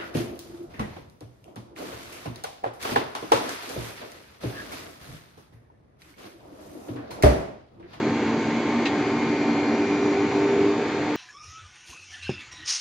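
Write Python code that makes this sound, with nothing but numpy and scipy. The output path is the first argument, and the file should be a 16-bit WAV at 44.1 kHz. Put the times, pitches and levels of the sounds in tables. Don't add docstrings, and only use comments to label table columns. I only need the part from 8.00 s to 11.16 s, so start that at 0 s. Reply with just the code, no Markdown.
import sys
import numpy as np
from scipy import signal
from scipy.fft import rfft, irfft, next_fast_len
from scipy.io import wavfile
from scipy.ndimage import uniform_filter1d, map_coordinates

SR = 44100
rng = np.random.default_rng(int(sys.argv[2]) if len(sys.argv) > 2 else 0)


def wav_out(sig):
    wavfile.write(sys.argv[1], SR, np.round(np.clip(np.atleast_2d(sig).T, -1, 1) * 32767).astype(np.int16))


def linear_from_db(decibels):
    return 10 ** (np.asarray(decibels, float) / 20)


N = 139356

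# frequency in Hz, density in dB per Hz.
RUMBLE_SPECTRUM = [(15, -67), (25, -52), (107, -9), (179, -8.5), (294, -4.5), (402, -3), (578, -10.5),
                   (904, -13), (1300, -24.5), (1690, -55.5), (2860, -120)]
AIR_SPECTRUM = [(500, -23.5), (1000, 0.5), (1500, 1), (2300, 1), (2800, -7), (4800, -11), (7000, -16),
                (7900, -18.5)]
RUMBLE_DB, AIR_DB = -29.5, -35.5
# frequency in Hz, correlation from 0 to 1.
PORT_LIKENESS = [(200, 1), (330, .9999), (450, .9993), (600, .997), (920, .978), (1580, .85), (2720, .7),
                 (8000, .12)]
# frequency in Hz, difference in dB.
LEFT_OVER_RIGHT_DB = [(60, 0), (530, 0), (920, -1), (1580, -.5), (2720, 0), (4700, 3), (8100, 1)]

# frequency in Hz, wander in Hz, rms in dB, loudest at in seconds,
# again after in seconds.
WHINES = [(782, 4, -50, 1.9, 3.2), (1615, 1.5, -54, .25, 2.8), (2162, 2, -55, 1.5, 2.6),
          (2208, 4, -51, .6, 1.5), (2541, 4, -60, 1, 2), (2788, 8, -61, 2, 2), (5713, 5, -60, 2.05, 3.6)]
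# multiple of the ripple, rms in dB, left over right in dB, loudest at in seconds,
# again after in seconds.
BUZZ = [(1, -33, 0, 2.4, 3), (2, -57, 0, 1, 2), (3, -41.5, -.5, 1.5, 1), (4, -55, 0, 2.3, 2.2),
        (5, -53, 2, 1.2, 1.2), (6, -55, 0, .9, .9), (7, -50, 3, 1.5, 3), (8, -49, 4, 1.7, 3),
        (9, -65, 2, 1, 1.5), (10, -61, -2, 2.85, 2), (11, -59, 3, .45, 3.6), (12, -61, 4, 2.7, 1.9),
        (14, -59, 5, 3.05, .74), (15, -62, 7, 1.4, 3.2), (16, -63, 8, 1.5, 3.6), (17, -74, 2, 1, 1),
        (18, -62, 3, 1, 1.3), (19, -70, -1, 2, 1.8), (20, -71, 6, 1, 3.6), (21, -71, 4, .5, 1.6),
        (22, -67, 1, 2, 1.6), (23, -68, 2, 1, 1.4), (24, -71, 5, 1.1, 1), (25, -74, 6, 2, 1.5),
        (26, -74, 3, 1, 1)]
# multiple of a third of the ripple, rms in dB, loudest at in seconds,
# again after in seconds.
RIPPLE_THIRDS = [(40, -66, .5, 1.7), (44, -66, 1.5, 2), (46, -67, 2.5, 1.5), (49, -64, 1.88, 1.05),
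                 (55, -72, 1, 1.2), (67, -74, 2, 2)]
RIPPLE_HZ = 300.12
BUZZ_SWAY_DB, BUZZ_STEADY_BELOW_ORDER, STANDING_DB = 1, 8, 5

# frequency in Hz, density in dB.
CLACK_SPECTRUM = [(900, -24), (1500, -10), (2200, -2), (2900, 0), (3400, -2), (3900, -3), (4600, -8),
                  (8000, -14)]
# start in seconds, level in dB.
TOOL_CONTACTS = [
    (.8562, -29),
    (.8598, -31),
    (.8622, -32),
    (.8668, -32),
    (.875, -37),
    (.8815, -37),
]
# frequency in Hz, level in dB, T60 in seconds.
TOOL_MODES = [(1846, -7, .14), (2180, -5, .15), (2546, -10, .09), (2770, 1, .07), (3144, -7, .07),
              (3607, -7, .05), (3900, -8, .035), (3400, 0, .012), (3750, -2, .01)]
CLACK_S, CLACK_DB, CLACK_HOLD_S, CLACK_T60_S = .8561, -32, .014, .08
CLACK_ROOM_DB, ROOM_T60_S = -9, .3

# frequency at the start in Hz, rms in dB.
SHAFT_ORDERS = [(113.7, -52), (137.9, -52), (175.6, -50), (216.7, -49), (219.4, -51), (222.1, -49),
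                (225.2, -52), (228.1, -49), (230.8, -50), (233.5, -54), (256.4, -47), (263.1, -49),
                (271.9, -42), (307.5, -48), (316.3, -50), (335.8, -44), (376.1, -62), (378.8, -58),
                (381.5, -58), (384.3, -58), (410.5, -48), (413.2, -47), (415.9, -47), (450.2, -50),
                (461.6, -52), (470.4, -52), (1028, -54), (1037, -52)]
ORDERS_DB, ORDERS_SWAY_DB = -0.5, 2
MESH_HZ, SPEEDUP_HZ_PER_S = 280.5, 6.1
HEAVY_SPOT_S, SCATTER_TURNS = 2.46, .6
# frequency in Hz, width in Hz, lift in dB, faces the camera at in seconds,
# span of that in seconds.
FRAME_MODES = [(240, 21, 9, 1.3, 1.5), (298.4, 9, 9, 4.1, 0.84), (340.5, 17, 7.5, 1.3, 1.6),
               (396, 14, 4.5, 1.9, 0.46), (750, 48, 8, 1.7, 3.7), (1058, 46, 7.5, 1.1, 0.79),
               (2180, 130, 6, 0.5, 1.3)]
OFF_LOBE_DB = -10
# time in seconds, closeness to the frame in dB, closeness to the drive in dB.
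CLOSENESS = [(0, 1, -0.5), (.4, 1.5, 0.5), (.8, -1.5, 0.5), (1.2, 0, 1), (1.6, -0.5, 0), (2, 1, 1),
             (2.4, 0, 1), (2.74, 0.5, -0.5), (2.82, 0.5, -0.5), (3.16, -1, 1)]

# time in seconds, frequency in Hz, rms in dB.
BED_LOCK = [(.05, 226, -33), (.14, 232, -28), (.22, 233, -44), (.33, 229, -23.5), (.42, 230, -31),
            (.63, 230, -28), (.69, 230, -48), (.77, 234.5, -23), (.84, 236, -27), (.91, 237, -44),
            (1.15, 238, -27), (1.26, 233, -38), (1.31, 229.5, -28), (1.4, 234, -42), (1.49, 232, -27),
            (1.61, 222, -44), (1.7, 225, -27), (1.79, 232, -36)]
# time in seconds, frequency in Hz, rms in dB.
HOUSING_LOCK = [(.75, 386, -35), (1, 386, -38), (1.12, 391, -30), (1.23, 387, -39), (1.4, 391, -31),
                (1.7, 393, -35), (1.8, 395.7, -28), (1.92, 398, -33), (2.02, 398, -25), (2.1, 397.5, -27),
                (2.2, 397.3, -23), (2.28, 397.1, -30), (2.45, 398.2, -23), (2.72, 399.2, -23.5),
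                (2.78, 399, -38), (2.95, 398, -32), (3.08, 399, -42)]
LOCK_PAN_DB = [
    [0],
    [-.5],
]
LOCK_DB, UNLOCKED_DB = -1, -60
# time in seconds, rms in dB.
MESH_LEVEL = [(0, -38), (.3, -36), (.6, -40), (.8, -33), (1.05, -30.5), (1.25, -32), (1.5, -27.5), (2, -28),
              (2.45, -29), (2.76, -29), (2.84, -45), (3.16, -40)]
MESH_LEAD_TURNS = -.21

# frequency in Hz, width in Hz.
LENS_NOTCHES = [(5430, 550), (7915, 190)]
# frequency in Hz, gain in dB.
RESAMPLER = [(7000, 0.5), (7700, -3.5), (8000, -10.5), (8200, -12), (8500, -17), (8750, -26), (8900, -34)]
CAMERA_RATE_HZ = 16000


def unit(x):
    return x / np.sqrt(np.mean(x ** 2) + 1e-20)


def along(points, hz):
    f, v = np.transpose(points)
    return np.interp(np.log(hz + 1), np.log(f + 1), v)


def curve(rows, axis):
    rows = np.transpose(rows)
    return np.interp(np.arange(N) / SR, rows[0], rows[axis])


def wobble(rate_hz, count):
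    knots = rng.standard_normal((count, 64))
    at = np.arange(0, N + 64, 64) * rate_hz / SR
    slow = np.array([map_coordinates(k, [at], mode="mirror") for k in knots])
    return np.repeat(uniform_filter1d(slow, size=3), 64, axis=1)[:, :N]


def filtered(x, response):
    m = next_fast_len(N + SR // 2)
    return irfft(rfft(x, m) * response(np.fft.rfftfreq(m, 1 / SR)), m)[..., :N]


def rush(spectrum, patchy_db):
    z = signal.stft(rng.standard_normal((2, N)), nperseg=512)[2]
    field = uniform_filter1d(rng.standard_normal(z.shape[1:]), size=5, axis=0)
    field = uniform_filter1d(field, size=12, axis=1)
    pair = signal.istft(z * linear_from_db(patchy_db * unit(field)), nperseg=512)[1][:, :N]
    turn = lambda hz: np.arccos(np.clip(along(PORT_LIKENESS, hz), -1, 1)) / 2
    mid, side = filtered(pair, lambda hz: linear_from_db(along(spectrum, hz)) * [np.cos(turn(hz)), np.sin(turn(hz))])
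    return unit(np.array([mid + side, mid - side]))


def tones(cycles, hz, level_db, pan_db, scatter_turns):
    phase = 2 * np.pi * (cycles + scatter_turns * rng.uniform(-0.59, 0.44, (len(hz), 1)))
    spread = np.arccos(np.clip(along(PORT_LIKENESS, hz), -1, 1))[:, None]
    lag = spread * wobble(1.1, count=len(hz)) / 2
    gain = np.sqrt(2) * linear_from_db(level_db)
    port = lambda side: np.sum(gain * linear_from_db(side * pan_db / 2) * np.cos(phase + side * lag), axis=0)
    return np.array([port(1), port(-1)])


def standing_db(at_s, again_s):
    return STANDING_DB * np.cos(2 * np.pi * (np.arange(N) / SR - at_s) / again_s)


def rumble_and_air():
    rumble = linear_from_db(RUMBLE_DB) * rush(RUMBLE_SPECTRUM, patchy_db=1.5)
    return rumble + linear_from_db(AIR_DB) * rush(AIR_SPECTRUM, patchy_db=0.8)


def whines():
    hz, wander_hz, db, at_s, again_s = np.transpose(WHINES)[:, :, None]
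    cycles = np.cumsum(hz + wander_hz * wobble(9, count=len(hz)), axis=1) / SR
    level_db = db + standing_db(at_s, again_s) + 3 * wobble(8, count=len(hz))
    return tones(cycles, hz[:, 0], level_db, 1.4, 0.86)


def rectifier_buzz():
    t = np.arange(N) / SR
    between = [(n / 3, db, 4, *lobe) for n, db, *lobe in RIPPLE_THIRDS]
    order, db, pan_db, at_s, again_s = np.transpose(BUZZ + between)[:, :, None]
    swayed = np.minimum((order / BUZZ_STEADY_BELOW_ORDER) ** 2, 1)
    sway_db = swayed * (standing_db(at_s, again_s) + BUZZ_SWAY_DB * wobble(2.45, count=len(order)))
    cycles = RIPPLE_HZ * order * (t - HEAVY_SPOT_S)
    level_db = db + sway_db + curve(CLOSENESS, axis=2)
    return tones(cycles, RIPPLE_HZ * order[:, 0], level_db, pan_db, np.minimum(order - 1, 1))


def clack():
    t = np.arange(N) / SR - CLACK_S
    after = np.maximum(t - CLACK_HOLD_S, 0)
    rattle = linear_from_db(-60 * after / CLACK_T60_S)
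    room = linear_from_db(CLACK_ROOM_DB - 60 * after / ROOM_T60_S)
    sound = linear_from_db(CLACK_DB) * (t > 0) * (rattle + room) * rush(CLACK_SPECTRUM, patchy_db=-4.5)
    u = np.arange(SR // 4) / SR
    hz, db, t60_s = np.transpose(TOOL_MODES)[:, :, None]
    for start_s, blow_db in TOOL_CONTACTS:
        turns = rng.random((len(hz), 1)) + .15 * rng.random((2, len(hz), 1))
        ring = linear_from_db(blow_db + db - 60 * u / t60_s) * np.sin(2 * np.pi * (hz * u + turns))
        first = round(start_s * SR)
        sound[:, first:first + len(u)] += ring.sum(axis=1)
    return sound


def shaft_orders():
    t = np.arange(N) / SR
    hz, db = np.transpose(SHAFT_ORDERS)
    turned = lambda s: s + SPEEDUP_HZ_PER_S / MESH_HZ * s * s / 2
    cycles = hz[:, None] * (turned(t) - turned(HEAVY_SPOT_S))
    level_db = db[:, None] + ORDERS_DB + ORDERS_SWAY_DB * wobble(2.96, count=len(hz))
    return tones(cycles, hz, level_db, 0, SCATTER_TURNS)


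def frame():
    t = np.arange(N) / SR
    drive = shaft_orders() + rumble_and_air()
    sound = drive
    for c, w, lift_db, at_s, span_s in FRAME_MODES:
        lobe = linear_from_db(OFF_LOBE_DB * (1.5 - np.exp(-((t - at_s) / span_s) ** 2)))
        ringing = filtered(drive, lambda f: 1j * f * w / (c * c - f * f + 1j * f * w))
        sound = sound + (linear_from_db(lift_db) - 1) * lobe * ringing
    low = filtered(sound, lambda f: 1 / (1 + (f / 480) ** 6))
    return sound + (linear_from_db(curve(CLOSENESS, axis=1)) - 1) * low


def locked_modes():
    tables = []
    for rows in (BED_LOCK, HOUSING_LOCK):
        before = (rows[0][0] - .05, rows[0][1], UNLOCKED_DB)
        after = (rows[-1][0] + .05, rows[-1][1], UNLOCKED_DB)
        tables.append([before, *rows, after])
    hz = np.array([curve(rows, axis=1) for rows in tables])
    db = uniform_filter1d(np.array([curve(rows, axis=2) for rows in tables]), size=900)
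    return tones(np.cumsum(hz, axis=1) / SR, hz[:, 0], db + LOCK_DB, np.array(LOCK_PAN_DB), 0.92)


def gear_mesh():
    t = np.arange(N) / SR - HEAVY_SPOT_S
    hz_at_spot = MESH_HZ + SPEEDUP_HZ_PER_S * HEAVY_SPOT_S
    cycles = MESH_LEAD_TURNS + hz_at_spot * t + SPEEDUP_HZ_PER_S * t * t / 2
    level_db = curve(MESH_LEVEL, axis=1) + .5 * wobble(4.5, count=1)
    return tones(cycles[None], np.array([MESH_HZ]), level_db, 0, 0)


def scene():
    ports = np.array([[.5], [-.5]])
    body = filtered(frame() + clack(), lambda f: linear_from_db(along(LEFT_OVER_RIGHT_DB, f) * ports))
    return body + whines() + rectifier_buzz() + locked_modes() + gear_mesh()


def roll_off(x):
    return signal.sosfilt(signal.butter(12, 8830, fs=SR, output="sos"), x)


def record(dry):
    notch = lambda f: np.prod([(c * c - f * f) / (c * c - f * f + 1j * f * w) for c, w in LENS_NOTCHES], axis=0)
    x = filtered(dry, lambda f: notch(f) * (f < CAMERA_RATE_HZ / 2))
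    x = x + 2 * x * np.cos(2 * np.pi * CAMERA_RATE_HZ * np.arange(N) / SR)
    x = filtered(x, lambda f: linear_from_db(along(RESAMPLER, f)) * (f < 9000))
    return roll_off(x)


dry = scene()
out = record(dry)
wav_out(out)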